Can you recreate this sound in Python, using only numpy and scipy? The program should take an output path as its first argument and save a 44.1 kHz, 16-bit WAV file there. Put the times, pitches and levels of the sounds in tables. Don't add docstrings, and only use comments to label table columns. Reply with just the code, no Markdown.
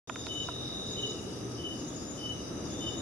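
import sys
import numpy as np
from scipy import signal
from scipy.fft import rfft, irfft
from scipy.io import wavfile

SR = 44100
rng = np.random.default_rng(int(sys.argv[2]) if len(sys.argv) > 2 else 0)


def digitize_waveform(pressure):
    field = np.atleast_2d(pressure).T
    bounded = np.clip(field, -1, 1)
    quanta = np.round(bounded * 32767).astype(np.int16)
    wavfile.write(sys.argv[1], SR, quanta)


N = 132741
T = np.arange(N) / SR


# start_s, stroke_1_db, stroke_2_db, stroke_3_db, pitch_hz (of the first stroke)
CHIRPS = [(0.281, -1, 0.7, 2, 2988), (0.959, -2.5, 0, -6, 2979), (1.58, -6.5, 1, -4, 2992),
          (2.170, -8.5, 1, 0.5, 2988), (2.800, -3, 0, -14, 2992)]
CHIRP_GAP_S, CHIRP_STROKE_S, CHIRP_FALL_HZ, CHIRP_DB = 0.055, 0.066, 25.2, -46
CLOSE_S, CLOSE_DB, CLOSE_HZ = 0.19, -14, 2883

# time_s, level_db, pitch_hz
TRILL_PATH = [(0.07, -13, 3720), (0.18, -3.5, 3730), (0.45, -1, 3794), (0.8, 1, 3810), (1.11, 0, 3813),
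              (1.19, -18, 3830), (1.3, -58, 3780), (2.6, -51, 3540), (2.72, -13, 3550), (2.82, -7, 3660),
              (3.01, -3.5, 3765)]
TRILL_RATE_HZ, TRILL_DB, TRILL_FALL_HZ, TRILL_DROOP_HZ = 43.03, -47.5, 23, 270
RETURN_S, RETURN_DB, RETURN_FLAT_HZ = 0.0116, -3.5, 6

# loud_start_s, loud_length_s, level_db
PHRASES = [(0.102, .32, -2.5), (0.885, 0.26, 0), (1.808, .32, -2.5), (2.746, 0.29, 0.5)]
HIGH_HZ, HIGH_RATE_HZ, HIGH_DB = 6764, 27, -56
HIGH_SWELL_DB_PER_S, HIGH_FADE_DB_PER_S, HIGH_HZ_PER_DB = 194, 222.5, 4.5
HIGH_LEAD_S, HIGH_LEAD_DB = 0.14, -11.5

# start_s, peak_level_db, treble_corner_hz, side_db
CLICKS = [(0.0962, -23, 2300, -9), (0.1588, -27.5, 3320, -8), (0.2675, -27.5, 4630, -10),
          (0.4871, -26, 1210, -4.5), (0.694, -36.5, 2170, 4.5)]
# pitch_hz, level_db, t60_s
BODY_MODES = [(680, -5.5, 0.051), (988, 0, .035), (1270, -2, 0.024), (1400, 2.5, 0.024), (1840, -7, 0.026),
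              (2600, -1.5, 0.015), (3340, 0.5, 0.012)]

# pitch_hz, rate_hz, fall_hz, level_db (before the surge)
SURGERS = [(4958, 48.6, 600, -61), (5384, 22, 140, -60.5)]
SURGE_S, SURGE_CREST_S, SURGE_DB = 0.2205, 0.25, 4.5
# frequency_hz, level_db
RASP_SPECTRUM = [(4100, -39), (4500, -7.5), (4750, -4), (5050, -1.5), (5350, 1.5), (5600, -11.5),
                 (5900, -5), (6500, -65)]
# frequency_hz, level_db
BUZZ_SPECTRUM = [(5300, -19), (5700, -7.5), (5950, -7.5), (6150, 2.5), (6300, -31), (6480, -20),
                 (7000, -43)]

# pitch_hz, rate_hz, fall_hz, level_db (rms), side_db
FAR_CRICKETS = [(3810, 46, 210, -58.5, 4), (3603, 51, 445, -62, 1), (2852, 52, 360, -63.5, 4),
                (6070, 64, 240, -58, 5), (6810, 27, 120, -70.5, 4)]

# frequency_hz, density_db_per_hz
HISS_SPECTRUM = [(2000, -13.5), (2700, -0.5), (3200, 0), (3900, -23), (4200, -22), (4800, -3), (6100, 2.5),
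                 (6600, -3.5), (7300, -12), (7750, -4.5), (8200, -9), (8900, -1.5), (9900, -10),
                 (10800, -1), (11500, -11.5), (12200, -18), (12700, -25), (15000, -33)]
HISS_DB = -56

# frequency_hz, density_db_per_hz
RUMBLE_SPECTRUM = [(12, -65), (20, -29), (82, -4), (125, -6), (173, -5), (240, -4.5), (320, -6), (480, -9),
                   (564, -12.5), (612, -12.5), (1040, -22.5), (1270, -17), (1470, -27), (1590, -24),
                   (1950, -29.5), (2600, -34.5), (3380, -63), (5720, -120)]
# time_s, level_db
RUMBLE_LEVEL = [(0.1, -42.2), (0.35, -42.6), (0.7, -41.4), (1.2, -41.2), (1.8, -41.8), (2.35, -41.6),
                (2.6, -39.8), (3.0, -39.2)]
# frequency_hz, correlation (no unit)
RUMBLE_LIKENESS = [(30, 0.94), (125, 0.87), (300, 0.81), (500, 0.6), (1000, 0.23), (2500, .2)]
# pitch_hz, level_db (peak, before wavering)
DRONE = [(122, -49), (299, -53), (479, -63.5), (539, -71.5)]
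# time_s, level_db, center_hz
HOLLOW = [(0.1, -59, 379.6), (0.6, -57.5, 420), (1.05, -45.5, 410), (1.5, -46.5, 360), (1.82, -45, 289.7),
          (2.2, -53.5, 290), (2.55, -44.5, 304.3), (3.0, -44, 295.5)]
HOLLOW_SPREAD_HZ = 83

START_S, START_DB, SETTLE_S = 0.074, -5.5, 0.055
EDGE_HZ = 15400


def amp(db):
    return 10 ** (np.asarray(db) / 20)


def evened(x):
    return x / np.sqrt(np.mean(x ** 2) + 1e-20)


def curve(rows):
    s, *columns = np.transpose(rows)
    return [np.interp(T, s, column) for column in columns]


def read(points, hz):
    f, value = np.transpose(points)
    return np.interp(np.log(hz + 1), np.log(f + 1), value)


def pan(side_db):
    return amp([[side_db / 2], [-side_db / 2]])


def drift(rate_hz):
    s = np.arange(4096) / 1024
    lowpass = np.exp(-(np.fft.rfftfreq(len(s), s[1]) / rate_hz) ** 2)
    slow = irfft(rfft(rng.standard_normal(len(s))) * lowpass)
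    slow = np.interp(T, s, slow)
    return evened(slow - slow.mean())


def noise(spectrum, likeness):
    hz = np.fft.rfftfreq(N, 1 / SR)
    a, b = rfft(rng.standard_normal((2, N)))
    c = np.clip(read(likeness, hz), -1, 1)
    ears = np.array([a, c * a + np.sqrt(1 - c ** 2) * b])
    return evened(irfft(ears * amp(read(spectrum, hz)), N))


def forest(x, near_db, far_db, near_t60=0.16, far_t60=1.25):
    t = T[:SR // 2]
    at = rng.integers(100, len(t), (2, 800))
    near = amp(near_db - 60 * t[at] / near_t60) / np.sqrt(near_t60)
    far = amp(far_db - 60 * t[at] / far_t60) / np.sqrt(far_t60)
    echoes = rng.choice([-1, 1], at.shape) * (near + far) * np.sqrt(np.log(1000) / at.shape[1])
    taps = np.zeros((2, len(t)))
    np.put_along_axis(taps, at, echoes, 1)
    taps[0, 0] = taps[1, 3] = 1
    scattered = signal.fftconvolve(x[None], taps, axes=1)[:, :N]
    return np.array([evened(ear) for ear in scattered])


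def stroke(t, length_s, hz, fall_hz, droop_hz=0, peak=0.99):
    out, on = np.zeros(N), (t > 0) & (t < length_s)
    u = t[on] / length_s
    slide = fall_hz * (u - u * u) / 2
    droop = droop_hz * u ** 5 / 5
    turns = length_s * (np.broadcast_to(hz, N)[on] * u + slide - droop)
    out[on] = np.sin(np.pi * u ** peak) * np.sin(2 * np.pi * turns)
    return out


def low_cricket():
    song = np.zeros(N)
    for start, *levels, hz in CHIRPS:
        for k, db in enumerate(levels):
            late, sharp = rng.standard_normal(2)
            t = T - start - k * CHIRP_GAP_S - 0.0026 * late
            stroke_hz = hz - 7 * k + 6 * sharp
            song += amp(db) * stroke(t, CHIRP_STROKE_S, stroke_hz, CHIRP_FALL_HZ, droop_hz=71, peak=0.85)
        song += amp(CLOSE_DB) * stroke(T - start - CLOSE_S, 0.062, CLOSE_HZ, 135, droop_hz=150)
    song = song * amp(2.8 * drift(130))
    return amp(CHIRP_DB) * pan(3.1) * forest(song, near_db=-5, far_db=-11, near_t60=0.11)


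def trilling_cricket():
    db, hz = curve(TRILL_PATH)
    t = T + 0.00002 * drift(11.6)
    period = 1 / TRILL_RATE_HZ
    out = stroke(t % period, 0.012, hz, TRILL_FALL_HZ, TRILL_DROOP_HZ, peak=1.0)
    back = stroke((t - RETURN_S) % period, 0.011, hz - RETURN_FLAT_HZ,
                  TRILL_FALL_HZ, TRILL_DROOP_HZ, peak=0.8)
    song = amp(db) * (out + amp(RETURN_DB) * back)
    return amp(TRILL_DB) * pan(0.022) * forest(song, near_db=-2, far_db=-16, near_t60=0.11)


def high_cricket():
    def phrase(s, length):
        swell = HIGH_SWELL_DB_PER_S * np.maximum(s - T, 0)
        fade = HIGH_FADE_DB_PER_S * np.maximum(T - s - length, 0)
        return -swell - fade

    levels = []
    for s, length, level in PHRASES:
        lead = HIGH_LEAD_DB + phrase(s - HIGH_LEAD_S, length)
        levels.append(level + np.maximum(phrase(s, length), lead))
    db = np.max(levels, axis=0)
    cycle = (HIGH_RATE_HZ * T + 0.31 * drift(16.2)) % 1
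    hz = HIGH_HZ + HIGH_HZ_PER_DB * np.maximum(db, -25) - 40 * (cycle - 0.5) + 18 * drift(130)
    pulses = np.sin(np.pi * cycle) ** 0.34
    song = amp(db + 2.8 * drift(190)) * pulses * np.sin(2 * np.pi * np.cumsum(hz) / SR)
    return amp(HIGH_DB) * pan(11.2) * forest(song, near_db=-8, far_db=-4)


def handling():
    out = np.zeros((2, N))
    t = T[:SR // 10]
    for s, db, corner_hz, side_db in CLICKS:
        ring = 0
        for hz, level, t60 in BODY_MODES:
            mode_hz = hz * rng.uniform(0.947, 1.04)
            ring = ring + amp(level - 60 * t / t60) * np.sin(2 * np.pi * mode_hz * t)
        tick = 5 * rng.standard_normal(len(t)) * np.exp(-t / 0.00044)
        lowpass = signal.butter(3, corner_hz, fs=SR, output="sos")
        click = signal.sosfilt(lowpass, ring / 2 + tick)
        out[:, round(s * SR):][:, :len(t)] += amp(db) * pan(side_db) * click / abs(click).max()
    return out


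def rasp(spectrum, period_s, crest_s, depth_db, rate_hz, grain_db):
    surge = depth_db * np.cos(2 * np.pi * (T - crest_s) / period_s)
    scrapes = []
    for _ in range(2):
        cycles = rate_hz * T + rng.random() + 0.18 * drift(45)
        scrapes.append(np.cos(2 * np.pi * cycles) + 0.5 * drift(130))
    hiss = noise(spectrum, [(1000, 0.092), (9000, 0.033)])
    return evened(hiss * amp(surge + grain_db * np.array(scrapes)))


def bush_crickets():
    surge = amp(SURGE_DB * np.cos(2 * np.pi * (T - SURGE_CREST_S + 0.035) / SURGE_S))
    out = 0
    for hz, rate, fall_hz, db in SURGERS:
        t = (T + rng.random() + 0.00004 * drift(16)) % (1 / rate)
        song = surge * stroke(t, 0.37 / rate, hz, fall_hz)
        out = out + amp(db) * forest(song, near_db=10, far_db=5)
    low = rasp(RASP_SPECTRUM, period_s=SURGE_S, crest_s=SURGE_CREST_S, depth_db=4.0, rate_hz=33, grain_db=2.5)
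    high = rasp(BUZZ_SPECTRUM, period_s=0.418, crest_s=0.22, depth_db=2.5, rate_hz=99, grain_db=4.5)
    return pan(4.4) * (out + amp(-56.5) * low) + amp(-55.5) * pan(0.9) * high


def far_crickets():
    out = 0
    for hz, rate, fall_hz, db, side_db in FAR_CRICKETS:
        t = (T + rng.random() + 0.000593 * drift(9.77)) % (1 / rate)
        song = amp(2.1 * drift(1.3)) * stroke(t, 0.73 / rate, hz, fall_hz)
        out = out + amp(db) * pan(side_db) * forest(song, near_db=2.5, far_db=5.5)
    return out


def chorus():
    level = amp(HISS_DB + 0.5 * drift(6.8) + 0.7 * drift(120))
    return level * pan(0.99) * noise(HISS_SPECTRUM, [(2000, 0.12), (12000, 0.033)])


def rumble():
    drone = 0
    for hz, db in DRONE:
        turns = np.cumsum(hz + 4 * drift(9.2)) / SR
        drone = drone + amp(db + 3.3 * drift(3.1)) * np.sin(2 * np.pi * turns)
    db, hz = curve(HOLLOW)
    carrier = np.exp(2j * np.pi * np.cumsum(hz) / SR)

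    def band():
        slow = drift(HOLLOW_SPREAD_HZ) + 1j * drift(HOLLOW_SPREAD_HZ)
        return (slow * carrier).real

    both, left, right = band(), band(), band()
    hollow = amp(db) * evened(both + 0.26 * np.array([left, right]))
    low_noise = amp(curve(RUMBLE_LEVEL)[0]) * noise(RUMBLE_SPECTRUM, RUMBLE_LIKENESS)
    return pan(0.58) * (low_noise + hollow + drone)


def scene():
    near = low_cricket() + trilling_cricket() + high_cricket() + handling()
    return near + bush_crickets() + far_crickets() + chorus() + rumble()


def record(dry):
    settling = amp(START_DB * np.exp(-np.maximum(T - START_S, 0) / SETTLE_S))
    opening = (T > START_S) * settling
    lowpass = signal.cheby1(14, 0.05, EDGE_HZ, fs=SR, output="sos")
    return signal.sosfilt(lowpass, dry * opening)


dry = scene()
out = record(dry)
digitize_waveform(out)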